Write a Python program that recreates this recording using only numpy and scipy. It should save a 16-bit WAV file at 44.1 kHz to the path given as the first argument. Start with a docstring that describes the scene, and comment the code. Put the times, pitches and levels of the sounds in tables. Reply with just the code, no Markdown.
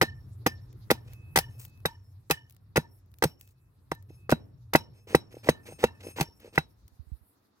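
"""A hand axe hews chips off a wooden bar in a garden, close to a pair of microphones.
Each stroke is a cluster of knocks, which ring the modes of the bar, and cracks of tearing fibre, bursts of noise.
The steel head rings faintly; between strokes the blade rubs the wood (clumped grains) and taps it.
Chips land in dry leaves as short noise bursts; a far rumble and wind, both coloured noise, lie below."""
import sys
import numpy as np
from scipy import signal
from scipy.fft import rfft, irfft
from scipy.io import wavfile
from scipy.ndimage import uniform_filter1d

SR = 44100
rng = np.random.default_rng(int(sys.argv[2]) if len(sys.argv) > 2 else 0)


def volts(x):
    """Linear amplitude factor 10**(x/20) for a level x in dB, scalar or array-like."""
    e = np.asarray(x, float) / 20
    return 10 ** e


def bounce(signal):
    """Save signal as a 16-bit WAV file at the path given by the first command-line argument."""
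    frames = np.transpose(np.atleast_2d(signal))
    limited = np.clip(frames, -1, 1)
    pcm = np.round(limited * 32767).astype(np.int16)
    wavfile.write(sys.argv[1], SR, pcm)


N = 335160     # length in samples


def rms_one(x):
    """Scale to unit power."""
    return x / np.sqrt(np.mean(x ** 2) + 1e-20)


def band(x, low_hz, high_hz, order=2):
    """Butterworth band-pass."""
    edges = [low_hz, min(high_hz, .45 * SR)]
    return signal.sosfilt(signal.butter(order, edges, "band", fs=SR, output="sos"), x)


def drift(rate):
    """Slow random curve: normal draws, rate per second, joined by straight lines."""
    steps = int(N / SR * rate) + 3
    return np.interp(np.arange(N) * rate / SR, np.arange(steps), rng.standard_normal(999)[:steps])


def ring(force, hz, t60):
    """A damped resonator: a unit click sets a sine of height 1 ringing, 60 dB down after t60 seconds."""
    r, w = volts(-60 / (t60 * SR)), 2 * np.pi * hz / SR
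    return signal.lfilter([0, np.sin(w)], [1, -2 * r * np.cos(w), r * r], force + 1e-18)


def grains(per_s, spread_db):
    """Random clicks of uneven size, unit power."""
    sizes = volts(spread_db * np.minimum(rng.exponential(1, N), 4)) * rng.choice([-1, 1], N)
    return rms_one(sizes * (rng.random(N) < per_s / SR))


def coloured(spectrum, alike_hz, patchy_db):
    """Stereo noise in half-octave bands that flicker; the channels agree more the further below alike_hz."""
    hz, db = np.transpose(spectrum)
    edges = hz[0] * 2 ** np.arange(0, np.log2(hz[-1] / hz[0]) + .3, .5)
    out = 0
    white = rng.standard_normal((2, 2, N))     # neighbouring bands take turns
    for k, (low, high) in enumerate(zip(edges, edges[1:])):
        centre = np.sqrt(low * high)
        mid, side = band(white[k % 2], low, high)
        alike = 1 / (1 + (centre / alike_hz) ** 2)
        gain = volts(np.interp(np.log(centre), np.log(hz), db) + patchy_db * drift(24))
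        out = out + gain * (np.sqrt(1 + alike) * mid + np.sqrt(1 - alike) * side * [[1], [-1]])
    return rms_one(out)


# Spectrum of the far rumble. Each row: frequency in Hz, relative level in dB per Hz.
RUMBLE_SPECTRUM = [(18, -50.5), (30, -23.5), (47, -3), (122, -9.5), (219, -33.5), (274, -25), (500, -43),
                   (650, -62), (1100, -120)]
# Wavering tones in the rumble. Each row: frequency in Hz, width in Hz, relative level in dB.
HUM_TONES = [(95.65, 17, -2.5), (118.65, 11, -6)]


def rumble():
    """Broad low noise with two narrow wavering tones, each a thin band of noise."""
    out = volts(-2) * coloured(RUMBLE_SPECTRUM, 360, patchy_db=6.0)
    for hz, width, db in HUM_TONES:
        tone = rms_one(band(rng.standard_normal(N), hz - width / 2, hz + width / 2))
        out = out + volts(db + 2.5 * drift(3.7)) * tone
    return out


# Spectrum of moving air. Each row: frequency in Hz, relative level in dB per Hz.
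AIR_SPECTRUM = [(120, -31.5), (200, -5.5), (219, 1.5), (293, -5.5), (653, -16.5), (904, -11), (3200, -29),
                (4160, -68.5), (7040, -120)]
# Spectrum of stirring leaves. Each row: frequency in Hz, relative level in dB per Hz.
LEAF_SPECTRUM = [(1760, -39), (3000, -15), (3510, 1.5), (8260, -8.5), (12900, 2), (15500, -4),
                 (16500, -11.5)]


def breeze():
    """Low noise of moving air with a patchier bright noise of leaves 4 dB under it."""
    return coloured(AIR_SPECTRUM, 260, patchy_db=1.5) + volts(-4) * coloured(LEAF_SPECTRUM, 370, patchy_db=5.5)


# Levels of the background; the rumble drops away near the end.
# Each row: time in seconds, rumble level in dB, breeze level in dB.
BACKGROUND_LEVELS = [(0, -43.5, -71), (.9, -48.5, -67.5), (1.5, -46.5, -68.5), (2.3, -59.5, -75.5),
                     (3, -57.5, -74), (3.55, -62, -77.5), (4, -52, -73.5), (5, -55, -76.5),
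                     (5.5, -58.5, -69.5), (6, -54.5, -69.5), (6.5, -62, -72), (6.86, -56.5, -74),
                     (6.88, -69, -72), (7.6, -80, -73)]


def outdoors():
    """Rumble and breeze, each riding its own level curve."""
    s, *levels_db = np.transpose(BACKGROUND_LEVELS)
    rumble_db, breeze_db = [np.interp(np.arange(N) / SR, s, db) for db in levels_db]
    return volts(rumble_db) * rumble() + volts(breeze_db) * breeze()


# Wind on the right port. Each row: start in seconds, relative level in dB, frequency in Hz.
WIND_PUFFS = [(6.919, -46, 69.7), (6.993, -29.5, 75), (7.068, -36, 60), (7.117, -21, 59.4),
              (7.21, -44, 69.8)]


def gusts():
    """Each puff pushes the right membrane into a short low wobble."""
    out = np.zeros(N)
    for s, db, hz in WIND_PUFFS:
        puff = np.zeros(N)
        puff[int(s * SR)] = volts(db + 3.5)
        out += ring(puff, hz, 0.077)
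    return band(out, 33, 237)


def bursts(events, fade_db, below, above):
    """Dense snaps that die away in a wide band; the two ports hear nearly independent noise."""
    size = 8000
    sound = np.zeros((2, N + size))
    t = np.arange(size) / SR
    fade = sum(volts(start_db - 60 * t / t60) for start_db, t60 in fade_db)
    onset = 1 - np.exp(-t / 0.00084)
    for s, db, hz in events:
        snaps = rng.standard_normal((2, size)) * volts(0.28 * rng.standard_normal(size))
        pair = snaps[0] + 0.95 * snaps[1] * [[1], [-1]]
        i = int(s * SR)
        sound[:, i:i + size] += volts(db) * fade * onset * rms_one(band(pair, hz / below, hz * above, order=1))
    sound = sound[:, :N]
    return sound + volts(3) * band(sound, 11500, 19000)     # extra sheen on top


# Chips land in dry leaves.
# Each row: start in seconds, relative level in dB, colour in Hz that scales the edges of the band.
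CHIP_LANDINGS = [(0.728, -50, 4980), (1.1336, -39.5, 7370), (1.218, -61.5, 9900), (1.581, -53, 9250),
                 (1.6503, -34.5, 7500), (1.6534, -40.5, 11370), (1.68, -53.5, 11160), (1.775, -56, 4500),
                 (1.803, -56, 4500), (2.497, -43.5, 6150), (2.5075, -46.5, 5500), (2.5236, -48.5, 7820),
                 (2.5469, -54.5, 6910), (2.565, -48.5, 4520), (2.988, -60, 11500), (3.06, -64, 7700),
                 (3.116, -56, 7870), (3.14, -47, 3000), (3.1854, -43, 8700), (3.4107, -35, 8250),
                 (3.475, -49, 5010), (3.9493, -43, 9470), (4.0247, -49, 13200), (6.4013, -47.5, 7140),
                 (6.8792, -43, 11300)]


def chips():
    """A chip hits dry leaves: a tick of noise, 60 dB down within 9 ms."""
    return bursts(CHIP_LANDINGS, [(0.0086, .009)], below=5.1, above=2.4)


# The blade shaves down the bar into a blow. Each row: start in seconds, end in seconds, relative wood level in dB.
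SHAVING_SPELLS = [(5.068, 5.145, -41.5), (5.426, 5.494, -42), (5.78, 5.854, -37.5), (6.156, 6.221, -33.5),
                  (6.521, 6.585, -46.5)]
# The blade drags free on the way up.
# Each row: start in seconds, end in seconds, relative wood level in dB, relative steel level in dB.
LIFTING_SPELLS = [(1.041, 1.15, -60.5, -84), (1.479, 1.56, -63, -77), (4.081, 4.157, -68, -72.5),
                  (4.926, 5.011, -66.5, -76), (5.3, 5.397, -57, -69), (5.624, 5.649, -72, -67),
                  (5.648, 5.733, -49.5, -62), (5.993, 6.023, -54, -77), (6.018, 6.113, -48.5, -57.5),
                  (6.39, 6.495, -55, -72.5)]
# Dust and splinters trickle into the leaves. Each row: start in seconds, end in seconds, relative hiss level in dB.
TRICKLES = [(1.584, 1.643, -54), (1.64, 1.703, -68), (3.385, 3.53, -72)]


def spells():
    """Gains of wood, hiss and steel: each spell sets in quickly, swells or fades, and dies away."""
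    rise_s, fade_s = .013, .012
    shave_swell_db, lift_swell_db, trickle_swell_db = 10.5, -2.5, -10     # change from start to end
    shave_hiss_db, shave_steel_db, trickle_wood_db = -23.5, -19.5, -7     # re wood, wood, hiss
    rows = [(start, end, shave_swell_db, db, db + shave_hiss_db, db + shave_steel_db)
            for start, end, db in SHAVING_SPELLS]
    rows += [(start, end, lift_swell_db, db, -np.inf, steel_db) for start, end, db, steel_db in LIFTING_SPELLS]
    rows += [(start, end, trickle_swell_db, db + trickle_wood_db, db, -np.inf) for start, end, db in TRICKLES]
    out = np.zeros((3, N))
    for start, end, swell_db, *db in rows:
        t = np.arange(int(start * SR), int(end * SR))
        shape = volts(swell_db * np.linspace(-.5, .5, len(t))) * signal.windows.tukey(len(t), .2)
        shape *= np.minimum(1, (t - t[0]) / (rise_s * SR))
        out[:, t] += volts(db)[:, None] * shape
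    keep = np.exp(-1 / (fade_s * SR))
    return np.maximum(out, signal.lfilter([1 - keep], [1, -keep], out + 1e-18))


def rasp(wood_gain, hiss_gain):
    """Clumped grains: a dull rasp where steel rubs wood, a bright hiss of dust and leaves."""
    pair = grains(5000, 1.8) + 0.29 * grains(3700, 18.0) * [[1], [-1]]
    dull = volts(-9.0) * wood_gain * rms_one(band(pair, 1500, 3300, order=1))
    bright = hiss_gain * rms_one(band(pair, 5200, 23000, order=1))
    return volts(4.5 * drift(110)) * (dull + bright)


# The lifted head sings on its lowest mode until the wood stops it.
# Each row: start in seconds, end in seconds, level in dB.
SINGING_SPELLS = [(1.065, 1.38, -66.5), (1.52, 1.841, -72.5), (3.414, 3.505, -76.5), (3.54, 3.716, -88),
                  (4.164, 4.286, -71.5)]


def singing():
    """A thin wavering tone at 2575 Hz that builds as the blade comes free."""
    gain = np.zeros(N)
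    for start, end, db in SINGING_SPELLS:
        t = np.arange(int(start * SR), int(end * SR))
        gain[t] = volts(db) * signal.windows.tukey(len(t), .3)
    tone = np.sqrt(2) * np.sin(2 * np.pi * 2575 * np.arange(N) / SR)
    return gain * volts(1.0 * drift(15)) * tone


# One mode of the head rings out of some blows.
# Each row: start in seconds, frequency in Hz, level in dB, t60 in seconds.
LONE_RINGS = [(0.02, 4280, -44, 0.18), (0.467, 5084, -31.5, 0.1), (1.857, 3870, -20.5, .05),
              (2.045, 5325, -71, .35), (3.239, 12340, -39.5, 0.17), (5.492, 6430, -45.5, 0.11),
              (5.84, 2730, -35, 0.14)]


def ring_outs():
    """A single steel mode is struck harder than the rest."""
    at = np.arange(N)
    return sum(ring(volts(db) * (at == int(s * SR)), hz, t60) for s, hz, db, t60 in LONE_RINGS)


# Slow modes of bar and head in the tail of a blow.
# Each row: frequency in Hz, relative level in dB, t60 in seconds.
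TAIL_MODES = [(925.5, -50.5, 0.26), (1790, -49.5, 0.27), (3000, -55.5, 0.29), (4240, -57.5, 0.14),
              (5450, -59.5, 0.47)]


def after_ring(tearing):
    """Faint, rough, broken lines in the tail of each blow: slow modes driven by the tearing."""
    out = np.zeros(N)
    for hz, db, t60 in TAIL_MODES:
        rough = drift(90) * volts(3 * drift(3.1))
        out += rough * ring(tearing * volts(db), hz, t60)
    return out


# Modes of the axe head. Each row: frequency in Hz, relative level in dB, t60 in seconds when it rings free.
STEEL_MODES = [(2585, -2, .3), (5260, -1, .22), (6320, -10, .12), (6428, -4, .18), (8545, -3, .22),
               (10650, 0, .22), (10875, -9, .1), (12390, -6, .2), (12560, -2, .2), (15300, -14, .08)]


def steel(push, rubbing):
    """The head rings, each mode coming and going; a hard blow buries it in wood and stops the free ring."""
    out, clear = np.zeros(N), np.ones(N)
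    for s, db, *_ in BLADE_KNOCKS:
        if db > -26:
            clear[int(s * SR):int((s + .11) * SR)] = 0
    clear = uniform_filter1d(clear, size=200)
    for hz, db, t60 in STEEL_MODES:
        upper_db = 3.5 * np.log2(hz / 6000)     # the buried head rings more on its upper modes
        held = ring(push * volts(4 * drift(4.4) + upper_db - 28.5), hz, 0.11 * t60)
        free = ring(rubbing * volts(2 * drift(12) - 27), hz, t60)
        out += volts(db) * (held + clear * free)
    return out


# Fibres snap.
# Each row: start in seconds, relative level in dB, colour in Hz that scales the edges of the band.
FIBRE_CRACKS = [(0.0137, -17.5, 4600), (0.0172, -16.5, 5540), (0.025, -17.5, 6180), (0.4634, -17.5, 6100),
                (0.47, -22.5, 6320), (0.9032, -26, 6040), (0.907, -16, 8300), (0.911, -16, 6810),
                (1.3593, -11.5, 6090), (1.366, -20, 7430), (1.372, -15, 10000), (1.3862, -15, 11300),
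                (1.856, -20, 5140), (2.2985, -29, 7800), (2.309, -13, 9100), (2.3157, -27.5, 8200),
                (2.76, -20, 5180), (2.7691, -17.5, 8500), (3.224, -19.5, 5410), (3.2378, -16, 9950),
                (3.9151, -30.5, 5710), (3.9383, -59, 12000), (4.295, -31, 5500), (4.3034, -25.5, 6660),
                (4.3139, -21, 5790), (4.321, -30, 5360), (4.3262, -35.5, 8000), (4.7352, -17, 5380),
                (4.7554, -15, 7010), (4.7607, -31.5, 5930), (5.1495, -18, 6630), (5.4884, -22, 6520),
                (5.4932, -21, 6640), (5.8392, -20, 5300), (6.2089, -18, 9000), (6.2264, -31.5, 8090),
                (6.556, -37.5, 4950), (6.5803, -22.5, 4530)]


def cracks():
    """A fibre snaps in a short burst of noise and goes on splintering softly."""
    snap, splinter = (0, .024), (-24, .13)     # starting dB, t60 s
    return bursts(FIBRE_CRACKS, [snap, splinter], below=15.0, above=0.6)


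# The blade bites or stops in the wood. Each row: start in seconds, relative level in dB,
# centre of the ring in Hz, low thump in dB relative to that level.
BLADE_KNOCKS = [(0.0134, -12.5, 1160, -3), (0.0212, -15.5, 720, -13), (0.0303, -18.5, 630, -2.5),
                (0.4618, -16.5, 550, -0.5), (0.466, -16, 600, -20), (0.4719, -26.5, 510, 1),
                (0.9028, -14, 860, -5.5), (0.9125, -11, 480, -17.5), (1.3579, -15.5, 670, -13.5),
                (1.3735, -15.5, 1110, -2), (1.3851, -23, 660, -8.5), (1.853, -18.5, 780, -2.5),
                (2.3016, -18, 530, -11), (2.314, -23, 950, -0.5), (2.7584, -19.5, 730, -7),
                (2.7667, -18.5, 990, -21), (2.7758, -13.5, 396, 2.5), (3.223, -15, 790, -10),
                (3.2361, -17, 630, -13), (3.2419, -18, 700, -27), (3.2513, -26, 510, 12),
                (3.9167, -20.5, 730, -6.5), (4.2933, -21, 670, -15), (4.3225, -9, 470, -1.5),
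                (4.7335, -23.5, 900, -8), (4.7505, -6, 630, -8), (5.147, -6, 490, -6.5),
                (5.4714, -31, 640, -16), (5.4877, -7, 450, -5.5), (5.8312, -26.5, 610, -10),
                (5.8391, -9, 480, -13), (6.184, -28, 710, -27), (6.1982, -27, 660, -36),
                (6.2107, -22, 760, 7), (6.5776, -11, 970, -2.5)]
# The blade touches the bar lightly between strokes. Each row: start in seconds, relative level in dB.
BLADE_TAPS = [(1.084, -58.5), (4.103, -44.5), (4.93, -64), (5.316, -57), (5.0712, -46), (5.129, -35.5),
              (5.3409, -40.5), (5.367, -38.5), (5.4608, -41.5), (5.6863, -41), (5.7213, -40), (5.789, -48),
              (6.0372, -49.5), (6.05, -44.5), (6.0666, -33), (6.0836, -40), (6.1698, -48), (6.285, -53.5),
              (6.4456, -42.5), (6.4563, -45.5), (6.476, -44.5)]
# Modes of the bar. Each row: frequency in Hz, relative level in dB, t60 in seconds.
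BAR_MODES = [(227.5, -2, 0.059), (326, 3, 0.025), (478, 1, 0.026), (621, -3.5, 0.023), (791, -4, 0.04),
             (935.5, -5.5, 0.032), (1208, 0.5, 0.011), (1444, -5, .04), (1563, -3, 0.023), (1992, 6, 0.021),
             (2644, -9, 0.05), (2736, -7, 0.029), (3950, -7, 0.14)]
# Low thump of the bar, then of the ground. Each row: frequency in Hz, relative level in dB, t60 in seconds.
THUMP_MODES = [(153.7, -1.5, 0.06), (75, -23, 0.11)]


def knocks(rubbing):
    """Each knock or tap rings the bar modes near its centre most; rubbing drives the same modes with grains."""
    tap_hz, tap_thump_db = 470, -14.5
    touches = BLADE_KNOCKS + [(*tap, tap_hz, tap_thump_db) for tap in BLADE_TAPS]
    s, db, centre_hz, thump_db = np.transpose(touches)
    at, out = (s * SR).astype(int), np.zeros(N)
    mode_hz, mode_level_db, _ = np.transpose(BAR_MODES)
    luck_db = rng.normal(0, 3.2, (len(s), len(BAR_MODES)))
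    octaves = np.log2(mode_hz / centre_hz[:, None])
    soft_db = 6.0 - 0.33 * (db[:, None] + 1.5)     # light touches are softer and ring fewer modes
    soft_db[len(BLADE_KNOCKS):] += 13     # taps ring a narrower set still
    away_db = soft_db * octaves ** 2 / (1 + 0.88 * abs(octaves))
    share = volts(mode_level_db + luck_db - away_db)
    share /= np.sqrt((share ** 2).sum(axis=1, keepdims=True))
    for k, (hz, mode_db, t60) in enumerate(BAR_MODES):
        force = rubbing * volts(mode_db - 8.1 * np.log2(hz / 450) ** 2 - 28)     # rubbing favours modes near 450 Hz
        force[at] += (-1) ** k * share[:, k] * volts(db + 6.5)     # neighbouring modes start opposed
        out += ring(force, hz, t60)
    push = np.zeros((2, N))     # bar and ground give way a little later
    push[:, at + int(.0015 * SR)] = volts([db + thump_db, db])
    for force, (hz, mode_db, t60) in zip(push, THUMP_MODES):
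        out += volts(mode_db) * ring(force, hz, t60)
    return out


# Echo of the garden. Each row: frequency in Hz that scales the band, t60 in seconds, relative level in dB.
GARDEN_ECHO = [(200, 0.57, -30), (494.3, 0.37, -36), (1160, 0.12, -23), (3000, .22, -30),
               (6500, 0.059, -25.5), (13200, 0.083, -18.5)]


def echo(x):
    """Ground and shrubs scatter the sound: per band, fresh noise fed by its power and dying away."""
    out = 0
    for hz, t60, db in GARDEN_ECHO:
        keep = volts(-120 / (t60 * SR))     # power, so twice the dB
        power = signal.lfilter([volts(2 * db) * 200 / SR], [1, -keep], band(x, hz / 1.026, hz * 1.527) ** 2)
        noise = rms_one(band(rng.standard_normal((2, N)), hz / 3.8, hz * 1.8))
        out = out + noise * np.sqrt(np.roll(power, int(0.0021 * SR)))     # the way round is longer
    return out


# The two ports compared. Each row: frequency in Hz, left minus right in dB, lag of the left in radians.
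PORT_DIFFERENCE = [(250, -1, .2), (780, .5, .7), (1400, -2.5, 1.8), (2500, -2.4, 1.7), (4400, 0, 4.6),
                   (9000, 5, 7.8), (16000, 4.5, 14)]


def ports(pair):
    """The left port hears the axe later and in another colour."""
    hz = np.fft.rfftfreq(N, 1 / SR)
    at_hz, db, lag = np.transpose(PORT_DIFFERENCE)
    tilt = volts(np.interp(np.log(hz + 1), np.log(at_hz), db) / 2)
    delay = np.exp(-1j * np.interp(hz, [0, *at_hz], [0, *lag]))
    return irfft(rfft(pair) * [tilt * delay, 1 / tilt], N)


def scene():
    """Wood, fibres and steel reach the ports directly and by way of the garden, over rumble, air and wind."""
    wood_gain, hiss_gain, steel_gain = spells()
    tearing = cracks()
    axe = tearing + knocks(wood_gain * grains(680, 4.8))
    axe += steel(tearing[0], steel_gain * grains(2200, 3.0))
    axe += after_ring(tearing[0]) + ring_outs() + singing()
    axe += rasp(wood_gain, hiss_gain) + chips()
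    out = ports(axe) + echo(axe[0]) + outdoors()
    out[1] += gusts()
    return out


def roll_off(x):
    """The treble ends steeply here."""
    return signal.sosfilt(signal.butter(12, 17140, fs=SR, output="sos"), x)


def record(dry):
    """Cuts the lows under 60 Hz and the top near 17 kHz."""
    mix = signal.sosfilt(signal.butter(2, 60, "high", fs=SR, output="sos"), dry)
    mix = signal.sosfilt(signal.cheby2(14, 60, 17100, fs=SR, output="sos"), mix)
    return roll_off(mix)


dry = scene()
out = record(dry)
bounce(out)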